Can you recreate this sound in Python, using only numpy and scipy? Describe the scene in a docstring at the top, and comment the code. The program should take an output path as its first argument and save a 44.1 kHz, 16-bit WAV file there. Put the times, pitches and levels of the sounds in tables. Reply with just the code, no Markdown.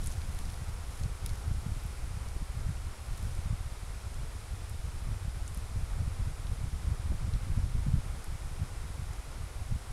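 """A lumpy rumble of light wind, with clothing rustling over it for the first few seconds.
At the foot of a frozen waterfall, gusts buffet the microphone port and the strongest eddies thump it.
A sleeve catches and slips on a jacket, and the hand that holds the camera makes a few tiny ticks.
Behind it all lie the soft, even rush of the open valley and the microphone's own bright hiss."""
import sys
import numpy as np
from scipy import signal
from scipy.fft import rfft, irfft
from scipy.io import wavfile
from scipy.ndimage import uniform_filter1d

SR = 44100
rng = np.random.default_rng(int(sys.argv[2]) if len(sys.argv) > 2 else 0)


def unload_audio(sound):
    """Save the sound as a 16-bit wav file, at the path given as the first command line argument."""
    columns = np.transpose(np.atleast_2d(sound))
    # keep every value between -1 and 1, then stretch to whole-number steps
    steps = np.round(np.clip(columns, -1, 1) * 32767)
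    wavfile.write(sys.argv[1], SR, steps.astype(np.int16))


N = 437472

# colour of the valley's far rush: frequency_hz, gain_db
VALLEY_EQ = [(100, -1.5), (320, 0.5), (480, 1), (630, -0.5), (780, 1), (900, -0.5), (1420, -1),
             (1650, -6.5), (2150, -6), (2500, -8.5), (2900, -19.5), (6000, -45)]
# slow rise and fall of that rush: time_s, level_db
VALLEY_FADER = [(0, -53.5), (1.6, -53), (3.9, -53.6), (4.6, -54.5), (6, -53.5), (9.1, -53), (9.92, -54)]
# colour of the microphone's hiss: frequency_hz, gain_db
HISS_EQ = [(200, -5), (2800, 0.5), (3700, 1), (4400, -0.5), (5200, 1), (6100, -1.5), (7600, -1),
           (9300, 0.5), (10400, -0.5), (11500, -5), (12700, -11), (14000, -17.5), (15700, -24)]
# colour of rubbing cloth: frequency_hz, gain_db
CLOTH_EQ = [(1500, -3), (3000, -5), (6500, -3.5), (8500, -5), (10800, -2), (12500, -13), (15500, -23)]
# strokes of the sleeve on the jacket: peak_s, level_db, half_length_s
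SLEEVE_STROKES = [(0.064, -56.5, 0.11), (0.44, -58, 0.37), (0.973, -58, 0.075), (1.32, -62, 0.093),
                  (1.8, -62.5, 0.49), (3.25, -59, 0.17)]
# finger slips, before trim, widening and shell: start_s, level_db, centre_hz, spread_octaves, length_s
FINGER_TICKS = [(0.0412, -46, 8800, 0.37, 0.003), (0.06, -44, 8700, 0.51, 0.0046),
                (0.0715, -33, 8200, 0.21, 0.0016), (0.1155, -43, 7050, 0.15, 0.0014),
                (0.217, -47, 3400, 0.64, 0.0015), (0.388, -45.5, 6400, 0.7, 0.0037),
                (0.522, -45, 9900, 0.37, 0.0006), (1.035, -44, 5900, 0.5, 0.0028),
                (1.261, -35, 7900, 0.88, 0.0027), (1.2923, -46, 5800, 0.71, 0.0024),
                (4.1436, -44, 7900, 0.29, 0.0007), (4.6957, -43.5, 10300, 0.35, 0.0015),
                (5.478, -37.5, 8200, 0.15, 0.0013), (5.546, -45, 9700, 0.27, 0.0024),
                (5.575, -41, 8200, 0.55, 0.0009), (6.469, -48.5, 3500, 0.35, 0.0015),
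                (7.337, -45, 4000, 0.7, 0.0013), (8.2428, -42.5, 9500, 0.3, 0.0015),
                (9.1335, -43.5, 7500, 0.31, 0.0012)]
# how the camera's shell passes a tick to the microphone: frequency_hz, gain_db
SHELL_EQ = [(1200, 1), (3000, 5), (5000, 1.5), (8000, -3.5), (10500, 2.5), (12000, 1), (13500, -6),
            (15500, -13)]
# wind strength at the port, as the big swirls' level before trim and flutter: time_s, level_db
WIND_FADER = [(0.0, -35.5), (0.12, -34.5), (0.88, -39.4), (1.04, -35.5), (1.2, -37.5), (1.48, -34.5),
              (1.96, -38.5), (2.72, -35.5), (3.0, -41.5), (3.24, -34), (3.56, -35), (3.8, -41.5),
              (4.24, -36.5), (4.36, -41), (5.04, -35.8), (5.48, -35), (5.56, -38.5), (5.96, -32),
              (6.36, -36.5), (7.96, -30), (8.08, -37.5), (9.6, -39.9), (9.72, -33), (9.88, -40.5)]
# deep rumble of the big, slow swirls: frequency_hz, gain_db
BIG_SWIRL_EQ = [(6, -19), (15, -2), (25, 0), (44, -0.5), (75, -2.5), (105, -9.5), (135, -31), (200, -43)]
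# starting colour of the small, quick swirls: frequency_hz, gain_db
SMALL_SWIRL_EQ = [(70, -9.5), (110, 3), (135, 0.5), (170, -8), (210, -15.5), (260, -17.5), (340, -28),
                  (600, -39)]
# the strongest eddies, each a pressure dip heard as a soft thump: peak_s, level_db, unstretched_pitch_hz
EDDY_THUMPS = [(0.157, -31.5, 93), (0.621, -28, 108), (1.061, -23.5, 116), (1.481, -23, 90),
               (1.666, -24, 142), (2.174, -27.5, 104), (2.574, -25, 93), (2.693, -22.5, 116),
               (3.254, -25.5, 98.5), (3.509, -21, 98), (5.254, -26.5, 102), (6.008, -21.5, 92),
               (6.274, -23.5, 93), (6.643, -23, 91), (6.92, -20, 82.4), (7.249, -22, 78),
               (7.292, -23.5, 88), (7.504, -22, 83), (7.886, -19.5, 110), (7.942, -14.5, 119),
               (8.62, -21.5, 100), (8.997, -26.5, 98), (9.11, -26.5, 86), (9.724, -21.5, 121)]

BREEZE_DB, SMALL_SWIRL_DB = -35.5, -46.5   # the usual wind strength, and the small swirls' level in it
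SMALL_SWIRL_GROWTH = 1.36   # dB they gain for each dB of wind
WAKE_HALF_S, WAKE_DB = 0.034, -16   # small swirls around each eddy; level relative to its dip
CUTOFF_HZ = 15750


def from_db(db):
    """Decibels to gain."""
    return 10 ** (np.asarray(db) / 20)


def unit_rms(x):
    """Scale to unit power."""
    return x / np.sqrt(np.mean(x ** 2) + 1e-20)


def fader_db(points):
    """Ride a level in straight lines from point to point."""
    return np.interp(np.arange(N) / SR, *np.transpose(points))


def swell(peak_s, half_s):
    """A bell-shaped fade up to 1 and down again."""
    return np.exp(-np.minimum(((np.arange(N) / SR - peak_s) / half_s) ** 2, 20))


def equalise(x, eq):
    """Apply an EQ curve, rolling off 20 dB an octave beyond its ends."""
    hz, db = np.transpose(eq)
    octave = np.log2(np.maximum(np.fft.rfftfreq(N, 1 / SR), 1))
    beyond = np.abs(octave - np.clip(octave, np.log2(hz[0]), np.log2(hz[-1])))
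    gain = from_db(np.interp(octave, np.log2(hz), db) - 20 * beyond)
    return irfft(rfft(x) * gain, N)


def noise(eq):
    """Coloured noise at unit power."""
    return unit_rms(equalise(rng.standard_normal(N), eq))


def drift(rate_hz):
    """A random wobble at unit power, moving at up to about rate_hz."""
    return noise([(1, 0), (rate_hz, 0)])


def levelled(x, span_s):
    """Iron out level changes slower than span_s."""
    size = int(span_s * SR)
    power = uniform_filter1d(uniform_filter1d(x ** 2, size), size)
    return unit_rms(x / np.sqrt(np.abs(power) + 1e-6))


def valley_rush(waver_db):
    """The open valley gives a soft, far bed of noise that wavers a little."""
    return from_db(fader_db(VALLEY_FADER) + waver_db * drift(rate_hz=5.4)) * noise(VALLEY_EQ)


def microphone_hiss(level_db):
    """The microphone's own noise, bright and steady."""
    return from_db(level_db) * noise(HISS_EQ)


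def sleeve_rustle(rubbing, catches_per_s, grain_scatter_db):
    """Threads catch and slip: dense tiny grains of uneven size."""
    caught = rng.random(N) < catches_per_s / SR
    grains = caught * rng.standard_normal(N)
    grains *= from_db(grain_scatter_db * np.minimum(rng.exponential(1, N), 4))
    return rubbing * unit_rms(equalise(grains, CLOTH_EQ))


def cloth_tick_cues(rubbing, peak_per_s, level_db, centre_hz, octaves, length_s):
    """Faint random ticks crowd in as the sleeve rubs harder; rows as in FINGER_TICKS."""
    ticks_per_s = peak_per_s * (rubbing / rubbing.max()) ** 2
    starts_s = np.flatnonzero(rng.random(N) < ticks_per_s / SR) / SR
    scatter = rng.uniform(-1, 1, (len(starts_s), 2))
    return [(start_s, level_db + 2 * louder, centre_hz * 2 ** (higher / 2), octaves, length_s)
            for start_s, (louder, higher) in zip(starts_s, scatter)]


def handling_ticks(cues, trim_db, tail_s, tail_db, widen):
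    """Each brief slip is a crack of band-passed grit with a faint tail, heard through the shell."""
    track, size = np.zeros(N + SR), SR // 20
    t = np.arange(size) / SR
    grits = np.sign(rng.standard_normal((len(cues), size)))
    for (start_s, level_db, centre_hz, octaves, length_s), grit in zip(cues, grits):
        edge_ratio = 2 ** np.clip(widen * octaves, .1, 2)
        band_hz = [min(centre_hz / edge_ratio, SR / 3), min(centre_hz * edge_ratio, CUTOFF_HZ)]
        envelope = np.exp(-(t / length_s) ** 4) + from_db(tail_db) * np.exp(-t / tail_s)
        crack = signal.sosfilt(signal.butter(2, band_hz, "band", fs=SR, output="sos"), grit * envelope)
        gain = from_db(level_db + trim_db) * np.sqrt(length_s * SR / size)   # longer slips, more energy
        at = round(start_s * SR)
        track[at:at + size] += gain * unit_rms(crack)
    return equalise(track[:N], SHELL_EQ)


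def wind_swirls(big_trim_db, lumps_db, suction_db, big_flutter_db, small_flutter_db):
    """Turbulence hits the port in lumps; small swirls crowd into the pressure dips of the big ones."""
    strength_db = fader_db(WIND_FADER)
    lumps = from_db(lumps_db * drift(rate_hz=19.0))
    big = levelled(noise(BIG_SWIRL_EQ) * lumps, span_s=0.12)
    small = noise(SMALL_SWIRL_EQ) * lumps * from_db(-suction_db * big)
    small = equalise(small, [(70, 0.5), (330, -4.0), (600, 1)])   # scoop the low mids
    small = levelled(small, span_s=0.078)
    flutter = np.tanh(noise([(2, -15), (4, 1.5), (7, -8)]))   # both layers flutter together near 4 Hz
    big_gain = from_db(strength_db + big_trim_db + big_flutter_db * flutter)
    gust_db = SMALL_SWIRL_GROWTH * (strength_db - BREEZE_DB)
    small_gain = from_db(SMALL_SWIRL_DB + gust_db + small_flutter_db * flutter)
    wakes = sum(from_db(db + WAKE_DB) * swell(peak_s, WAKE_HALF_S) for peak_s, db, _ in EDDY_THUMPS)
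    return big_gain * big + np.hypot(small_gain, wakes) * small


def with_eddy_thumps(swirls, stretch, duck_depth):
    """A passing vortex sweeps the swirls aside and sucks the pressure down between two rebounds."""
    buffet, t = swirls.copy(), np.arange(N) / SR
    for peak_s, level_db, pitch_hz in EDDY_THUMPS:
        near = np.abs(t - peak_s) < 3 / pitch_hz
        phase = (t[near] - peak_s) * pitch_hz * np.pi / stretch   # stretched: longer and deeper
        buffet[near] *= 1 - duck_depth * np.exp(-(phase / 3) ** 2)
        buffet[near] -= from_db(level_db) * (1 - 2 * phase ** 2) * np.exp(-phase ** 2)
    return buffet


def scene():
    """A mono mix: valley and hiss as the bed, handling over it, wind up front."""
    bed = valley_rush(waver_db=0.6) + microphone_hiss(level_db=-55)
    rubbing = sum(from_db(db) * swell(peak_s, half_s) for peak_s, db, half_s in SLEEVE_STROKES)
    rustle = sleeve_rustle(rubbing, catches_per_s=3000, grain_scatter_db=-2.0)
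    cloth_cues = cloth_tick_cues(rubbing, peak_per_s=18, level_db=-49,
                                 centre_hz=7800, octaves=0.6, length_s=0.0025)
    ticks = handling_ticks(FINGER_TICKS + cloth_cues, trim_db=-0.5, tail_s=0.019, tail_db=-17, widen=1.16)
    swirls = wind_swirls(big_trim_db=0.53, lumps_db=3.5, suction_db=4.13,
                         big_flutter_db=2.4, small_flutter_db=5.5)
    buffet = with_eddy_thumps(swirls, stretch=1.19, duck_depth=0.76)
    return (bed + rustle + ticks + buffet)[None]


def record(dry):
    """A steep low-pass takes off the very top."""
    return signal.sosfilt(signal.ellip(12, .1, 80, CUTOFF_HZ, fs=SR, output="sos"), dry)


dry = scene()
out = record(dry)
unload_audio(out)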